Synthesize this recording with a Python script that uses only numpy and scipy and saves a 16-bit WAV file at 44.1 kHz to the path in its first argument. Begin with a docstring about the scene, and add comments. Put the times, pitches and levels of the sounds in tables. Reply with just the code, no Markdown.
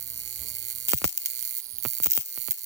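"""A violet wand buzzes close to a microphone in a small dry room, over faint handling rumble: its glass
electrode discharges at every half-cycle of the mains. From 0.9 s, as it nears and touches a small metal
key, single discharges jump as loud sparks. Some discharges, loud or faint, kick the right microphone
port electrically as falling thumps. At 1.6 s the corona thins briefly to an even tick. A dense run of
brighter sparks follows at 2 s, and a last pair jumps at 2.5 s."""
import sys
import numpy as np
from scipy import signal
from scipy.fft import rfft, irfft, next_fast_len
from scipy.io import wavfile

SR = 44100
rng = np.random.default_rng(int(sys.argv[2]) if len(sys.argv) > 2 else 0)


def inscribe(sig):
    """Save sig as 16-bit PCM at rate SR to the path in sys.argv[1].

    A 1-D sig is mono; a 2-D sig holds one channel per row.
    Samples are clipped to [-1, 1] before scaling.
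    """
    pcm = np.round(np.clip(np.atleast_2d(sig).T, -1, 1) * 32767)
    wavfile.write(sys.argv[1], SR, pcm.astype(np.int16))


N = 116865
FFT_SIZE = next_fast_len(N + SR // 2)
HZ = np.fft.rfftfreq(FFT_SIZE, 1 / SR)
TIME = np.arange(N) / SR
PULSE_HZ, FIRST_PULSE_S = 120.012, 0.00137  # two discharges per mains cycle
TREBLE_HZ, TOP_HZ = 13000, 16900  # boundary between body and treble; upper band limit

# Corona strength at each port: time_s, level_db, treble_over_body_db
CORONA_AT_LEFT = [(0, -49, 8), (0.1, -44, 7), (0.3, -47, 2), (0.85, -44.5, 6.5), (1.05, -40, 8),
                  (1.15, -43, 9), (1.4, -39.5, 10), (1.6, -41.5, 9.5), (1.88, -39, 10), (2.15, -40, 8),
                  (2.25, -41, 7), (2.65, -45, 6.5)]
CORONA_AT_RIGHT = [(0, -34.5, 3), (0.1, -32.5, 3), (0.16, -35.5, 0), (0.42, -31.5, -1), (0.85, -32, 0.5),
                   (0.96, -41, -4), (1.06, -35.0, -2), (1.12, -40.5, -3), (1.22, -33.5, 0.5),
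                   (1.3, -31.5, 0), (1.47, -30.5, 1), (1.6, -30, 4.5), (1.88, -26, 7), (2.0, -28, 2),
                   (2.08, -43, 7), (2.18, -41, -3), (2.24, -40, 4), (2.38, -31, 1.8), (2.49, -28, 2.3),
                   (2.55, -39.5, 1.8), (2.65, -33, 3.3)]
# Sparks to the key: start_s, left_db, right_db, treble_over_body_db
SPARK_EVENTS = [(0.885, -23.5, -26, -0.5), (0.893, -40, -19, 5), (0.901, -34, -21.5, 3),
                (0.91, -29, -25.5, 5), (0.918, -23, -21, 3.5), (0.935, -28, -18, 3),
                (0.943, -29.5, -25, 5.5), (0.976, -31.5, -28, 5.5), (0.985, -31.5, -27.5, 3.5),
                (1.043, -20.5, -22.5, 5), (1.051, -24.5, -40, 7), (1.076, -25, -20.5, 7.5),
                (1.093, -29.5, -29, 7), (1.176, -27, -21.5, 6), (1.26, -28.5, -21, 2),
                (1.393, -33, -24, 5.5), (1.426, -38, -27, 0.5), (1.585, -39, -28, 9),
                (1.601, -38, -24.5, 10), (1.785, -35.5, -23.5, 13), (2.026, -26, -21.5, 12.5),
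                (2.035, -18.5, -16, 9.5), (2.043, -25, -21, 8), (2.06, -23.5, -18.5, 12.5),
                (2.068, -24, -21, 7), (2.101, -27, -18.5, 9.5), (2.109, -24, -24, 6), (2.118, -26, -19, 9),
                (2.134, -23, -20.5, 9), (2.151, -24, -25, 8), (2.159, -29, -28, 9), (2.168, -30, -17, 11),
                (2.176, -17.5, -19, 9.5), (2.184, -29.5, -39, 13), (2.209, -32, -27.5, 6.5),
                (2.509, -21, -15, 11.5), (2.518, -27, -21, 6.5)]
# Electrical kicks to the microphone: start_s, level_db, polarity
THUMP_EVENTS = [(.885, -48, 1), (.918, -43, 1), (.935, -19.5, 1), (1.018, -34, 1), (1.043, -20.5, 1),
                (1.051, -29, -1), (1.851, -26, 1), (1.86, -29, 1), (2.001, -35, 1), (2.06, -33.5, -1),
                (2.068, -30, 1), (2.176, -31, -1), (2.376, -40, -1), (2.485, -34, -1)]
# Relative spectra of the three kinds of discharge: frequency_hz, left_db, right_db
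CORONA_SPECTRUM = [(102, -35.5, -47.5), (830, -34, -33), (1400, -22, -27.5), (1690, -23.5, -25.5),
                   (2190, -16.5, -16.5), (2760, -18.5, -22), (3774, -23.5, -21.5), (4433, -13, -4.5),
                   (5210, -16.5, -22.5), (5890, -7.5, -22.5), (7040, -17.5, -5.5), (7470, -6, -21.5),
                   (8090, -10, -3.5), (8500, -5, -23), (9070, -25.5, -3.5), (9920, -27, -11.5),
                   (11390, -5, -2.0), (12000, -21, -5.5), (12900, -29, -5.5), (13460, -18, -2.5),
                   (15460, 6, 2), (16380, -9, -15), (16700, -40, -40.5)]
TICK_SPECTRUM = [(100, -22, -31), (900, -21.5, -27.5), (2300, -32, -22), (3280, -19, -20), (4450, 1, -7),
                 (5500, -22, -17), (6940, -2, -18), (7700, -14, -20.5), (9900, -11, 2), (11650, -15, -4.5),
                 (13000, -17.0, -15), (14900, 0.0, -4), (16500, -33, -26)]
SPARK_SPECTRUM = [(100, -41, -50), (700, -37.5, -38), (1530, -33, -28), (2500, -23, -17),
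                  (3460, -21.5, -14), (4600, -20, -16.0), (5270, -18.5, -21.5), (6900, -13, -12),
                  (8260, -14.5, -8.5), (11600, -20.0, -8.0), (12700, -8.5, -13.5), (13700, -15, -4.5),
                  (15250, 18, 9), (16640, -27, -19)]
# Relative spectra of thump, rumble and hiss: frequency_hz, gain_db
THUMP_SPECTRUM = [(20, -45), (35, -23), (50, -6.5), (70, 2.5), (150, -2), (220, -0.5), (500, -4.5),
                  (950, -9.5), (1400, -5.5), (1550, -16), (2300, -9.5), (3300, -16), (5000, -36),
                  (16000, -53)]
RUMBLE_SPECTRUM = [(20, -30), (40, -13), (62, 2.5), (100, -5), (200, -12.5), (500, -18), (1000, -27.5),
                   (4000, -57)]
HISS_SPECTRUM = [(30, -13), (200, -3), (1000, 3.5), (4000, 4), (16000, -14.5)]
# Group delay of a thump, longest in the bass: frequency_hz, delay_s
THUMP_GROUP_DELAY = [(30, 0.0234), (55, 0.02), (80, .011), (110, .012), (135, 0.028), (160, .011),
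                     (220, 0.0047), (350, 0.0014), (700, 0.00022), (2000, 0.00012)]
# Strength of the handling rumble: time_s, level_db
RUMBLE_ENVELOPE = [(0, -62), (.15, -56.5), (.39, -59.5), (.42, -50), (.5, -53), (.56, -58.5), (.87, -61),
                   (.97, -61.5), (1.33, -80.5), (1.65, -75), (1.75, -58.5), (1.83, -67), (1.95, -76),
                   (2.65, -85)]


def amp(db):
    """Amplitude ratio: tenfold for every 20 dB."""
    return 10 ** (np.asarray(db) / 20)


def unit_rms(x):
    """Normalisation to a root mean square of 1."""
    return x / np.sqrt(np.mean(np.abs(x) ** 2) + 1e-20)


def over_frequency(points):
    """Interpolation of (frequency_hz, value) points on a logarithmic frequency axis."""
    hz, values = np.transpose(points)
    return np.interp(np.log(HZ + 1), np.log(hz + 1), values)


def filtered(x, response):
    """Linear filtering: the spectrum is multiplied by a frequency response."""
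    return irfft(rfft(x, FFT_SIZE) * response, FFT_SIZE)[..., :N]


def minimum_phase(gain):
    """Folding the cepstrum onto positive time gives a causal response with this gain."""
    cepstrum = irfft(np.log(np.maximum(gain, 1e-6)), FFT_SIZE)
    cepstrum[1:FFT_SIZE // 2] *= 2
    cepstrum[FFT_SIZE // 2 + 1:] = 0
    return np.exp(rfft(cepstrum))


def dispersion(delay_s):
    """Phase lag is the integral of group delay over frequency."""
    return np.exp(-2j * np.pi * np.cumsum(delay_s) * HZ[1])


def half_cycle(time_s):
    """Quantisation of a time to the number of the nearest mains half-cycle."""
    return np.round((time_s - FIRST_PULSE_S) * PULSE_HZ).astype(int)


def impulses(cycles, sizes):
    """Band-limited impulses (windowed sincs) on half-cycles; size is the rms over one period."""
    centres = (FIRST_PULSE_S + cycles / PULSE_HZ)[:, None] * SR
    taps = np.floor(centres).astype(int) + np.arange(-7, 9)
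    shape = np.sinc(taps - centres) * np.cos(np.pi * (taps - centres) / 16) ** 2
    train = np.bincount(taps.ravel(), (shape * sizes[:, None]).ravel(), N)[:N]
    return train * np.sqrt(SR / PULSE_HZ)


def decay_envelope(train, decay_s):
    """Leaky integration spreads the energy of each impulse over an exponential decay."""
    pole = np.exp(-1 / (decay_s * SR))
    return np.sqrt(np.abs(signal.lfilter([1 - pole], [1, -pole], train ** 2)))


def room_hiss(level_db=-66):
    """Stationary coloured noise, uncorrelated between the two ports."""
    noise = rng.standard_normal((2, N))
    return amp(level_db) * unit_rms(filtered(noise, amp(over_frequency(HISS_SPECTRUM))))


def mains_hum(level_db=-64.5, end_s=0.9, fade_s=0.05):
    """The second harmonic of the mains: a pure tone that fades out."""
    fade = np.clip((end_s - TIME) / fade_s, 0, 1)
    return amp(level_db) * np.sqrt(2) * np.sin(2 * np.pi * PULSE_HZ * TIME) * fade


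def handling_rumble():
    """Handling makes amplitude-modulated low noise, largely coherent between the ports."""
    noise = rng.standard_normal(N) + 0.4 * rng.standard_normal((2, N))
    envelope = amp(np.interp(TIME, *np.transpose(RUMBLE_ENVELOPE)))
    return envelope * unit_rms(filtered(noise, amp(over_frequency(RUMBLE_SPECTRUM))))


def reflections(direct, t60_s, levels_db, gap_s):
    """Diffuse reflection: convolution with exponentially decaying noise at each port (left, right)."""
    t = TIME[:SR // 3]
    tail = rng.standard_normal((2, len(t))) * amp(-60 * t / t60_s) * (t > gap_s)
    tail *= amp(levels_db)[:, None] / np.linalg.norm(tail, axis=1, keepdims=True)
    return signal.fftconvolve(direct, tail, axes=1)[:, :N]


def thumps(left_gain_db=-45):
    """Electrical coupling: some discharges kick the microphone's circuit into a falling chirp."""
    start_s, level_db, polarity = np.transpose(THUMP_EVENTS)
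    kicks = impulses(half_cycle(start_s), amp(level_db) * polarity)
    gain = unit_rms(amp(over_frequency(THUMP_SPECTRUM)))
    chirps = filtered(kicks, gain * dispersion(over_frequency(THUMP_GROUP_DELAY)))
    return np.array([amp(left_gain_db) * chirps, chirps])


def discharges(cycles, levels_db, trebles_db, spectrum, crack_db, sizzle_db):
    """Source and filter: a click, a noisy crack and a short sizzle share one spectrum at each port."""
    crack_noise = rng.standard_normal(N)
    highpass = 1 / (1 + (TREBLE_HZ / (HZ + 1)) ** 40)
    smear_s = 0.0002 * HZ / TOP_HZ  # the treble trails the click
    ports = np.zeros((2, N))
    for side, lag_s in enumerate((0.0001625, 0)):  # the left port hears later
        gain = amp(over_frequency(np.array(spectrum)[:, [0, side + 1]]))
        response = minimum_phase(gain) * dispersion(smear_s + lag_s)
        treble_ratio = amp(trebles_db[side])
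        body_size = amp(levels_db[side]) / np.hypot(1, treble_ratio)
        sizzle_noise = rng.standard_normal(N)
        for band, share in ((1 - highpass, 1), (highpass, treble_ratio)):
            clicks = impulses(cycles, body_size * share)
            crack = amp(crack_db) * decay_envelope(clicks, decay_s=0.00044) * crack_noise
            sizzle = amp(sizzle_db) * decay_envelope(clicks, decay_s=0.0037) * sizzle_noise
            ports[side] += filtered(clicks + crack + sizzle, unit_rms(response * band))
    return ports / np.sqrt(1 + amp(crack_db) ** 2 + amp(sizzle_db) ** 2)  # incoherent powers add


def corona_buzz(lull_s=(1.605, 1.825), scatter_db=1.82, left_scatter_db=3.1, tick_scatter_db=0.5):
    """Periodic corona discharge: the glass fires on each half-cycle that has no spark, heard as a buzz."""
    cycles = np.arange(half_cycle(TIME[-1]))
    time_s = FIRST_PULSE_S + cycles / PULSE_HZ
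    shared_scatter, left_scatter = rng.standard_normal((len(cycles), 2)).T
    sparkless = ~np.isin(cycles, half_cycle(np.array(SPARK_EVENTS)[:, 0]))
    in_lull = (time_s > lull_s[0]) & (time_s < lull_s[1])
    full, thin = sparkless & ~in_lull, sparkless & in_lull

    levels_db, trebles_db = np.zeros((2, 2, len(cycles)))
    for side, curve in enumerate((CORONA_AT_LEFT, CORONA_AT_RIGHT)):
        knots_s, level_db, treble_db = np.transpose(curve)
        levels_db[side] = np.interp(time_s, knots_s, level_db) + scatter_db * shared_scatter
        trebles_db[side] = np.interp(time_s, knots_s, treble_db)
    levels_db[0] += left_scatter_db * left_scatter
    buzz = discharges(cycles[full], levels_db[:, full], trebles_db[:, full], CORONA_SPECTRUM,
                      crack_db=-6, sizzle_db=-15)

    # in the lull the corona falls back to a thin, even tick
    ticks_db = np.array([[-51.5], [-36]]) + tick_scatter_db * shared_scatter[thin]
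    ticks = discharges(cycles[thin], ticks_db, trebles_db=[0.9, -0.3], spectrum=TICK_SPECTRUM,
                       crack_db=-4, sizzle_db=-24)
    return buzz + ticks


def sparks():
    """Dielectric breakdown of the air: single discharges jump to the key in step with the mains."""
    start_s, left_db, right_db, treble_db = np.transpose(SPARK_EVENTS)
    return discharges(half_cycle(start_s), [left_db, right_db], [treble_db, treble_db], SPARK_SPECTRUM,
                      crack_db=-2, sizzle_db=-27)


def scene():
    """Superposition of background, reflections and direct sound; the electrical thumps have no echo."""
    wand = corona_buzz() + sparks()
    desk = reflections(wand, t60_s=0.016, levels_db=[-2, -10], gap_s=0.0006)
    room = reflections(wand, t60_s=0.23, levels_db=[-5, -17.5], gap_s=0.0047)
    background = (handling_rumble() + mains_hum()) * amp([[-2], [0]])  # weaker on the left
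    return background + room_hiss() + room + desk + thumps() + wand


def record(dry):
    """Band limiting: an ideal low-pass filter passes nothing above TOP_HZ."""
    return filtered(dry, HZ < TOP_HZ)


dry = scene()
out = record(dry)
inscribe(out)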